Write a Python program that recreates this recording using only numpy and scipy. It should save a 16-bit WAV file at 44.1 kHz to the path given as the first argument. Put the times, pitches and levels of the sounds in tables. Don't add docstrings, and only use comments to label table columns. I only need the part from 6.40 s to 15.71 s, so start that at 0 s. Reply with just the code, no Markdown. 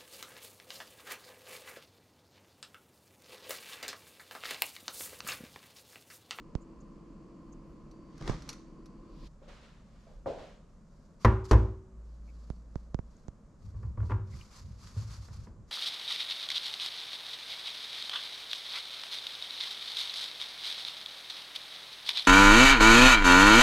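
import sys
import numpy as np
from scipy import signal
from scipy.fft import rfft, irfft, next_fast_len
from scipy.io import wavfile
from scipy.ndimage import uniform_filter1d

SR = 44100
rng = np.random.default_rng(int(sys.argv[2]) if len(sys.argv) > 2 else 0)


def wav_record(signal):
    frames = np.transpose(np.atleast_2d(signal))
    bounded = np.clip(frames, -1, 1)
    quanta = np.round(bounded * 32767).astype(np.int16)
    wavfile.write(sys.argv[1], SR, quanta)


N = 410571
TIME_S = np.arange(N) / SR
AGE_S = np.arange(2 ** 15) / SR

# hz, t60_s
ROOM_DECAY = [(100, 0.47), (400, 0.45), (1000, 0.47), (2000, 0.44), (5000, 0.49), (8000, 0.55),
              (13000, .18)]
# hz, likeness (0-1)
LIKENESS = [(60, 0.97), (250, 0.93), (1000, 0.72), (4000, 0.61), (8000, 0.76), (13000, .5)]
BAND_EDGE_HZ = 14200

# hz, db_per_hz
AIR_COLOUR = [(15, -8), (30, 8), (55, 2.5), (90, -8.5), (165, -1), (215, -3.5), (270, -12), (400, -17.5),
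              (550, -15.5), (780, -25.5), (1100, -21.5), (2000, -36.5), (3200, -43.5), (7000, -38),
              (14000, -63.5)]
AIR_DB = -55
# hz, db_per_hz
RUMBLE_COLOUR = [(15, -17), (30, 16.5), (55, 5), (100, -18.5), (250, -55)]
# middle_s, length_s, level_db
SWAYS = [(1.1, 0.27, -53), (1.3, .18, -48), (1.9, 0.23, -41), (2.8, 0.21, -53), (3.13, .25, -55),
         (3.85, 0.83, -53)]

# hz, db_per_hz
FRIDGE_COLOUR = [(100, -38), (150, 6), (220, 1), (335, 3.5), (400, -8), (520, -8), (800, -22),
                 (1080, -12.5), (1500, -28.5), (2800, -31.5), (3700, -40), (4700, -33), (6800, -49),
                 (9000, -83)]
FRIDGE_DB, FRIDGE_END_S = -53, 2.875
# pitch_hz, level_db
FRIDGE_TONES = [(215.3, -66), (328.4, -63), (463, -75), (4479, -92)]
# hz, half_width_hz, level_db
SHELL_MODES = [(1038, 40, -1), (2960, 140, -30)]
WHINE_START_S, WHINE_DB, WHINE_FALL_DB_PER_S = 1.5, -81.5, 7

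# hz, db_per_hz
SEAL_COLOUR = [(710, -29), (1200, -6.5), (1770, -8.5), (2070, -7.5), (2630, -15.5), (3720, -13),
               (6020, -15), (11900, -41), (14600, -58)]
# hz, db_per_hz
PANEL_COLOUR = [(18, -32), (30, -26), (54, 3.5), (91, -18), (146, -2), (214, -11.5), (319, -14), (674, -24),
                (1210, -20.5), (1600, -39), (2080, -69), (3520, -120)]
# peak_s, crackle_db, panel_db
PEELS = [(1.894, -49, -31), (2.1, -57.5, -46)]
PULL_DB_PER_S, RELAX_DB_PER_S = 145, 132
PANEL_RISE_DB_PER_S, PANEL_FALL_DB_PER_S = 228, 190
# start_s, panel_db, seal_db
JERKS = [(1.811, -43, -59), (1.823, -50, -56.5), (1.8762, -40, -45.5), (1.896, -36, -49.5)]
# start_s, level_db
CLICKS = [(1.512, -58), (1.7785, -53), (1.808, -62), (1.875, -44), (2.021, -47), (2.0905, -31),
          (2.099, -38.5), (2.1289, -41.5), (2.458, -53)]
# hz, db_per_hz
CLICK_COLOUR = [(410, -40), (700, -19), (1030, 3), (1150, -9), (1430, 6), (1680, -23), (1960, -7),
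                (2630, -4.5), (3140, -9), (4320, 0.5), (5030, -8), (5790, 2), (7460, -12), (12000, -17),
                (14600, -46)]
# hz, level_db, t60_s
SHELF_MODES = [(1430, -5, 0.18), (2550, -18, 0.17), (4250, -10, 0.11), (4390, 7, 0.073), (4930, 0, 0.088),
               (5400, -2, 0.065), (5660, 9, 0.036), (6200, -6, 0.083), (7260, -8, 0.079)]
# hz, db_per_hz
SWING_COLOUR = [(25, -1), (60, -3.5), (200, -47), (1500, -37), (4700, -30.5), (8000, -46), (14000, -58)]
SWING_DB, SWING_RISE_DB_PER_S, SWING_FALL_DB_PER_S = -49.5, 92, 2000

# start_s, ring_db, wash_db, wash_stretch (factor on room t60)
HOLLOW_KNOCKS = [(3.017, -57.5, -70.5, 2.3), (3.074, -59, -57.5, 1.64), (3.223, -65, -62, 0.7),
                 (3.668, -59.5, -75, 1.9), (3.859, -33.5, -54, 1.7), (3.975, -49, -59, 1.5)]
# hz, db_per_hz
CAVITY_COLOUR = [(80, -12), (200, -13), (350, -8), (470, -2.5), (560, 1), (700, -6), (830, -12),
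                 (1050, -18.5), (1350, -29), (2500, -70)]
# hz, db_per_hz
WASH_COLOUR = [(300, -14), (1200, 2), (2200, -2), (4200, -6), (7000, -15.5), (12000, -33)]
# middle_s, length_s, level_db
WASHES = [(3.24, 0.6, -65.5), (3.6, 0.62, -73), (4.05, 0.39, -62.5)]

# start_s, bump_db, tick_db, left_minus_right_db
BUMPS = [(0.1524, -23, -48.5, -11.5), (1.8961, -19.5, -54, -11), (6.1022, -28, -55.5, -11),
         (6.357, -26, -54.5, -10.5), (6.5451, -22, -48.5, -11), (6.5905, -28.5, -63, -11.5),
         (6.883, -32, -59.5, -9.5)]
# start_s, pitch_hz, level_db, length_s
SQUEAKS = [(0.198, 7050, -72, 0.049), (0.397, 6740, -69, 0.031), (1.116, 6600, -64.5, 0.029),
           (5.867, 2360, -69, 0.053), (6.099, 9000, -67, .004), (6.765, 6800, -66, .007),
           (6.881, 6500, -54, .004), (7.908, 2100, -64, 0.054), (7.985, 2440, -65.5, 0.054),
           (8.01, 2560, -50.5, 0.008)]

DRONE_START_S, DRONE_END_S, DRONE_FADE_S = 5.5, 6.75, 0.075
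DRONE_DB, DRONE_FALL_DB_PER_S = -45.5, 4

# middle_s, length_s, level_db
STROKES = [(2.92, .2, -84), (3.64, 0.61, -77), (4.34, 0.23, -84.5), (4.62, 0.52, -79.5), (4.83, .09, -60.5),
           (5.056, 0.044, -55), (5.1, .05, -55.5), (5.72, 0.35, -79.5), (6.02, 0.67, -73), (6.4, 0.35, -78),
           (6.76, 0.39, -76), (7.26, .2, -72.5), (7.42, 0.31, -75.5), (7.68, 0.22, -68), (7.99, 0.35, -61),
           (8.165, 0.19, -56), (8.3, 0.36, -70.5), (8.46, 0.24, -58), (8.6, 0.18, -55), (8.73, 0.19, -54),
           (8.845, 0.12, -59), (8.94, 0.11, -60.5), (9.025, 0.13, -65), (9.3, .08, -68.5)]
# hz, db_per_hz
RUB_COLOUR = [(400, -22.5), (800, -7.5), (1100, 1), (1700, -8), (3100, -11.5), (4000, -7.5), (4600, -2.5),
              (5100, -5), (5800, -6), (7400, -9.5), (8400, -17.5), (12000, -21), (14500, -41)]
# peak_s, level_db
SHOVES = [(7.275, -36.5), (7.365, -35), (7.485, -30), (7.625, -29), (7.76, -36), (7.85, -39.5),
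          (7.95, -35.5), (8.25, -38.5), (8.32, -38.5), (8.46, -45), (8.595, -33), (8.7, -37.5), (8.8, -36),
          (8.92, -37.5), (8.99, -36), (9.09, -44.5), (9.2, -45.5)]
SHOVE_RISE_DB_PER_S, SHOVE_FALL_DB_PER_S = 303, 190
# hz, db_per_hz
SHUDDER_COLOUR = [(35, -44), (55, 11), (70, 14), (84, 9.5), (98, 14), (115, 3.5), (140, -0.5), (220, -10),
                  (400, -67.5)]

# start_s, flatness (0 edge tap, 1 whole base), force_db, wall_share_db, sag_db, boom_db
KNOCKS = [(4.8468, 0.98, -24.5, -0.5, -20, -13), (4.852, 1, -33, 0, -54, -16.5),
          (5.111, 1, -22, -7, -15, -26.5), (5.1305, 1, -29.5, -8.5, -35.5, -24),
          (7.343, .2, -62, -2, -40.5, -40), (7.429, 0.59, -56.5, -4.5, -45, -35.5),
          (7.573, 0, -51, -2, -35.5, -34.5), (7.602, 0.7, -58, 2.5, -35, -43),
          (7.627, 0.47, -52, -6, -46, -56), (7.696, 0.054, -45, -0.5, -37.5, -41),
          (7.706, 1, -44, -3, -40, -50), (7.716, 0.64, -45, 2.5, -38, -28.5),
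          (8.562, 0, -55.5, -14, -65, -31.5), (8.885, 0.93, -60, -0.5, -51, -46.5),
          (9.069, 1, -57, -6.5, -63.5, -59)]
# hz, level_db, t60_s
SAG_MODES = [(56, 4.5, 0.41), (68, -3.5, 0.28), (77.5, -3, 0.49)]
# hz, level_db, t60_s
BOOM_MODES = [(96.76, -2, 0.51), (109.74, 1.5, 0.44)]
# hz, level_db, t60_s
BOTTOM_MODES = [(212.6, 1, 0.38), (231.5, 7.5, 0.25), (251, -11, 0.25), (286.6, -2, 0.304),
                (321.2, -2, 0.5), (379.6, -1.5, 0.77), (438.3, -4, 0.31), (522, -7.5, 0.306),
                (590, -12, .33), (636.5, -10.5, 0.37)]
# hz, level_db, t60_s
WALL_MODES = [(809, -6.5, 0.4), (880, -6, 0.42), (894, 1.5, 0.17), (966, 3.5, 0.23), (1020, 0.5, 0.27),
              (1148, 6.5, 0.13), (1220, -2, 0.056), (1258, -4, 0.12), (1267, -13, 0.54), (1400, -6, .32),
              (1492, -13.5, 0.25), (1614, -6.5, .28), (1732, -0.5, 0.14), (1850, -9, 0.19),
              (1940, -0.5, 0.098), (2065, -9.5, 0.15), (2160, -15, 0.16), (2560, -14, 0.18),
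              (2730, -23.5, 0.26), (2810, -26, .25)]
# hz, db_per_hz
THUD_COLOUR = [(80, -23.5), (170, 2), (260, -2.5), (480, 2.5), (700, -9.5), (1100, -17.5), (2500, -64)]
# hz, db_per_hz
CLANK_COLOUR = [(300, -23), (700, -13.5), (1000, 0), (1400, -8), (1900, -15.5), (2500, -22.5), (3400, -31),
                (7000, -51)]
# hz, db_per_hz
TICK_COLOUR = [(1000, -18.5), (2500, -0.5), (4500, -2), (6500, -4.5), (8000, -13.5), (11000, -20),
               (14500, -29)]
TICK_DB_PER_FORCE_DB, TICK_EDGE_DB = 1.543, -6.5


def amp(db):
    return np.exp(np.asarray(db) * np.log(10) / 20)


def evened(x):
    return x / np.sqrt(np.mean(x ** 2) + 1e-20)


def struck(x, size=1323):
    return x / np.sqrt(np.mean(x[..., :size] ** 2) + 1e-20)


def read(points, hz):
    f, value = np.transpose(points)
    return np.interp(np.log(hz + 1), np.log(f + 1), value)


def add(mix, start_s, sound):
    part = mix[:, max(round(start_s * SR), 0):][:, :sound.shape[-1]]
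    part += sound[..., :part.shape[-1]]


def onset(rise_s):
    return 1 - np.exp(-(AGE_S / rise_s) ** 2)


def decay(t60_s):
    return np.exp(-np.log(1000) * AGE_S / t60_s)


def span(start_s, end_s, fade_s):
    return np.clip(np.minimum(TIME_S - start_s, end_s - TIME_S) / fade_s, 0, 1)


def swells(rows):
    power = np.zeros((1, N))
    for middle_s, length_s, db in rows:
        gain = amp(db) * np.hanning(int(length_s * SR))
        add(power, middle_s - length_s / 2, gain ** 2)
    return np.sqrt(power)


def surge(peak_s, db, rise_db_per_s, fall_db_per_s):
    drop_db = np.maximum(rise_db_per_s * (peak_s - TIME_S), fall_db_per_s * (TIME_S - peak_s))
    return amp(db - np.minimum(drop_db, 150))


def steadied(x, window_s):
    power = uniform_filter1d((x ** 2).mean(0), max(int(window_s * SR), 1))
    return x / np.sqrt(abs(power) + 1e-12)


def lingering(gain, room_db, t60_s):
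    keep = np.exp(-2 * np.log(1000) / (t60_s * SR))
    room_power = signal.lfilter([1 - keep], [1, -keep], gain ** 2 + 1e-20)
    return np.sqrt(gain ** 2 + amp(room_db) ** 2 * room_power)


def lowpass(x, hz, order):
    return signal.sosfilt(signal.butter(order, hz, fs=SR, output="sos"), x)


def noise(colour, size, grain_db=0, side_db=0):
    length = next_fast_len(size)
    hz = np.fft.rfftfreq(length, 1 / SR)
    grains = amp(grain_db * np.minimum(rng.exponential(1, length), 2 * np.pi))
    mid, side = rfft(rng.standard_normal((2, length)) * grains)
    same = np.clip(read(LIKENESS, hz), 0, 1)
    mid = mid * np.sqrt(1 + same)
    side = amp(side_db) * side * np.sqrt(1 - same)
    spectrum = np.array([mid + side, mid - side]) * amp(read(colour, hz))
    return evened(irfft(spectrum, length)[:, :size])


def tail(colour, stretch=1):
    hz, t, z = signal.stft(noise(colour, len(AGE_S)), SR, nperseg=256)
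    z = z * amp(-60 * t / (stretch * read(ROOM_DECAY, hz)[:, None]))
    return struck(signal.istft(z, SR, nperseg=256)[1][:, :len(AGE_S)])


def crack(colour, t60_s, room_db):
    burst = struck(noise(colour, len(AGE_S), side_db=-5) * decay(t60_s))
    return struck(burst + amp(room_db) * tail(colour))


def ring(modes, scatter_db=0):
    luck = rng.standard_normal(len(modes))
    total = np.zeros(len(AGE_S))
    for k, (hz, db, t60_s) in enumerate(modes):
        strength = (-1) ** k * amp(db + scatter_db * luck[k])
        total += strength * decay(t60_s) * np.sin(2 * np.pi * hz * AGE_S)
    return struck(total)


def still_air():
    return amp(AIR_DB) * noise(AIR_COLOUR, N)


def sways():
    return swells(SWAYS) * noise(RUMBLE_COLOUR, N)


def drift():
    return evened(signal.resample(rng.standard_normal(40), N))


def fridge(noise_db=-1.5, turn_hz=48.7, buzz_db=-69, waver_rad=0.24, whine_hz=4620):
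    tones = np.zeros(N)
    for hz, db in FRIDGE_TONES:
        tones += amp(db) * evened(np.sin(2 * np.pi * hz * TIME_S + waver_rad * drift()))
    whine_db = WHINE_DB - WHINE_FALL_DB_PER_S * (TIME_S - WHINE_START_S)
    whine_gain = span(WHINE_START_S, FRIDGE_END_S, fade_s=0.02) * amp(whine_db)
    tones += whine_gain * evened(np.sin(2 * np.pi * whine_hz * TIME_S + 0.4 * drift()))

    turns = np.floor(turn_hz * TIME_S + 0.0091 * drift())
    strokes = np.diff(turns, prepend=0) * (1 + 0.11 * rng.standard_normal(N))
    for hz, half_width_hz, db in SHELL_MODES:
        shell = signal.iirpeak(hz, hz / (2 * half_width_hz), SR)
        buzz = signal.lfilter(*shell, signal.lfilter(*shell, strokes))
        tones += amp(db + buzz_db) * evened(buzz)
    murmur = amp(FRIDGE_DB + noise_db) * noise(FRIDGE_COLOUR, N)
    return (murmur + tones) * np.clip((FRIDGE_END_S - TIME_S) / 0.03, 0, 1)


def door(peel_db=-1, panel_trim_db=-4, click_db=-14, shelf_db=-6.5):
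    crackling, shaking = np.zeros(N), np.zeros(N)
    for s, crackle_db, panel_db in PEELS:
        crackling += surge(s, crackle_db + peel_db, PULL_DB_PER_S, RELAX_DB_PER_S)
        shaking += surge(s, panel_db + panel_trim_db, PANEL_RISE_DB_PER_S, PANEL_FALL_DB_PER_S)
    out = crackling * noise(SEAL_COLOUR, N, grain_db=3.5) + shaking * noise(PANEL_COLOUR, N)
    swing = surge(FRIDGE_END_S, SWING_DB, SWING_RISE_DB_PER_S, SWING_FALL_DB_PER_S)
    out += swing * noise(SWING_COLOUR, N)
    for s, panel_db, seal_db in JERKS:
        panel = amp(panel_db) * crack(PANEL_COLOUR, t60_s=0.055, room_db=-1.0)
        seal = amp(seal_db) * crack(SEAL_COLOUR, t60_s=0.02, room_db=-8.5)
        add(out, s, onset(0.0008) * (panel + seal))
    for s, db in CLICKS:
        click = crack(CLICK_COLOUR, t60_s=0.041, room_db=-14.5) + amp(shelf_db) * ring(SHELF_MODES)
        add(out, s, amp(db + click_db) * onset(0.00052) * click)
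    return out


def hollow_knocks():
    out = np.zeros((2, N))
    for s, ring_db, wash_db, wash_stretch in HOLLOW_KNOCKS:
        contact = amp(-18) * crack(CLANK_COLOUR, t60_s=0.029, room_db=-5)
        knock = onset(0.00083) * (tail(CAVITY_COLOUR, stretch=1.13) + contact)
        wash = onset(0.01) * tail(WASH_COLOUR, stretch=wash_stretch)
        add(out, s, amp(ring_db) * knock + amp(wash_db) * wash)
    return out + swells(WASHES) * noise(WASH_COLOUR, N, grain_db=2.5)


def pulse(width_s):
    x = AGE_S / width_s
    return (1 - x) * x * np.exp(1 - x)


def mount_bumps(thump_hz=105, thump_s=0.0027, sway_hz=34, sway_s=0.0059, sway=0.85,
                snap_s=0.00039, snap=0.65, tick_s=0.00004, tick_trim_db=21, bump_trim_db=5):
    out = np.zeros((2, N))
    thump_shape = (AGE_S / thump_s) * np.exp(1 - 2 * AGE_S / thump_s)
    thump = np.sin(2 * np.pi * thump_hz * AGE_S) * thump_shape
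    rock = sway * np.sin(2 * np.pi * sway_hz * AGE_S) * np.exp(-AGE_S / sway_s)
    body = rock - 2 * thump - snap * pulse(snap_s)
    for s, bump_db, tick_db, balance_db in BUMPS:
        bump = amp(bump_db + bump_trim_db) * body - amp(tick_db + tick_trim_db) * pulse(tick_s)
        add(out, s, bump * amp([[balance_db / 2], [-balance_db / 2]]))
    return lowpass(out, hz=6800, order=6)


def squeaks(width=0.13):
    out = np.zeros((2, N))
    for s, hz, db, length_s in SQUEAKS:
        size = int(length_s * SR)
        colour = [(hz * (1 - width) ** 3, -40), (hz, 0), (hz * (1 + width) ** 3, -40)]
        add(out, s, amp(db) * noise(colour, size) * np.hanning(size))
    return out


def drone(pitch_hz=56):
    fall_db = DRONE_FALL_DB_PER_S * (TIME_S - DRONE_START_S)
    gain = span(DRONE_START_S, DRONE_END_S, DRONE_FADE_S) * amp(DRONE_DB - fall_db)
    return gain * evened(np.sin(2 * np.pi * pitch_hz * TIME_S))


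def rubbing(rub_db=-1, grip_db=1.5):
    strokes = lingering(swells(STROKES), room_db=-4.5, t60_s=0.35)
    rub = amp(rub_db) * strokes * noise(RUB_COLOUR, N, grain_db=2.5)
    return rub * amp(grip_db * signal.resample(rng.standard_normal(N // 600), N))


def worktop_shudder(shudder_db=-3):
    surges = [surge(s, db, SHOVE_RISE_DB_PER_S, SHOVE_FALL_DB_PER_S) for s, db in SHOVES]
    push = np.max(surges, axis=0)
    return amp(shudder_db) * push * steadied(noise(SHUDDER_COLOUR, N), window_s=0.031)


def pan_knocks(sag_trim_db=-1, boom_trim_db=-1, bottom_db=-3, wall_db=-4, thud_db=-3.0,
               clank_db=-0.5, tick_trim_db=-6, worktop_rise_s=0.0062, rim_hz=1130, edge_db=22,
               contact_s=0.00057, edge_contact_s=0.001):
    out = np.zeros((2, N))
    for s, flatness, force_db, wall_share_db, sag_db, boom_db in KNOCKS:
        edge = np.clip(1 - flatness, 0, 1)
        sag = amp(sag_db + sag_trim_db) * ring(SAG_MODES)
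        boom = amp(boom_db + boom_trim_db) * ring(BOOM_MODES)
        worktop = onset(worktop_rise_s) * (sag + boom)

        bottom = amp(bottom_db) * ring(BOTTOM_MODES, scatter_db=2)
        base = bottom + amp(thud_db) * crack(THUD_COLOUR, t60_s=0.063, room_db=-6.0)

        modes = [(hz, db - edge * edge_db * np.sqrt(abs(np.log2(hz / rim_hz))), t60_s)
                 for hz, db, t60_s in WALL_MODES]
        clank = (1 - edge / 2) * amp(clank_db) * crack(CLANK_COLOUR, t60_s=0.051, room_db=-5.5)
        wall = amp(wall_db) * ring(modes, scatter_db=2) + clank
        metal_onset = onset(contact_s + edge * edge_contact_s)
        metal = metal_onset * amp(force_db) * (base + amp(wall_share_db) * wall)

        tick_db = TICK_DB_PER_FORCE_DB * force_db + TICK_EDGE_DB * edge + tick_trim_db
        tick = amp(tick_db) * onset(contact_s) * crack(TICK_COLOUR, t60_s=0.047, room_db=-16.5)
        add(out, s, worktop + metal + tick)
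    return out


def scene():
    background = still_air() + sways() + fridge() + door() + hollow_knocks()
    handling = mount_bumps() + squeaks() + drone() + rubbing() + worktop_shudder()
    return background + handling + pan_knocks()


def record(dry):
    lowpass_taps = signal.firwin(255, BAND_EDGE_HZ, window=("kaiser", 9), fs=SR)
    return signal.oaconvolve(dry, lowpass_taps[None], "same")


dry = scene()
out = record(dry)
wav_record(out)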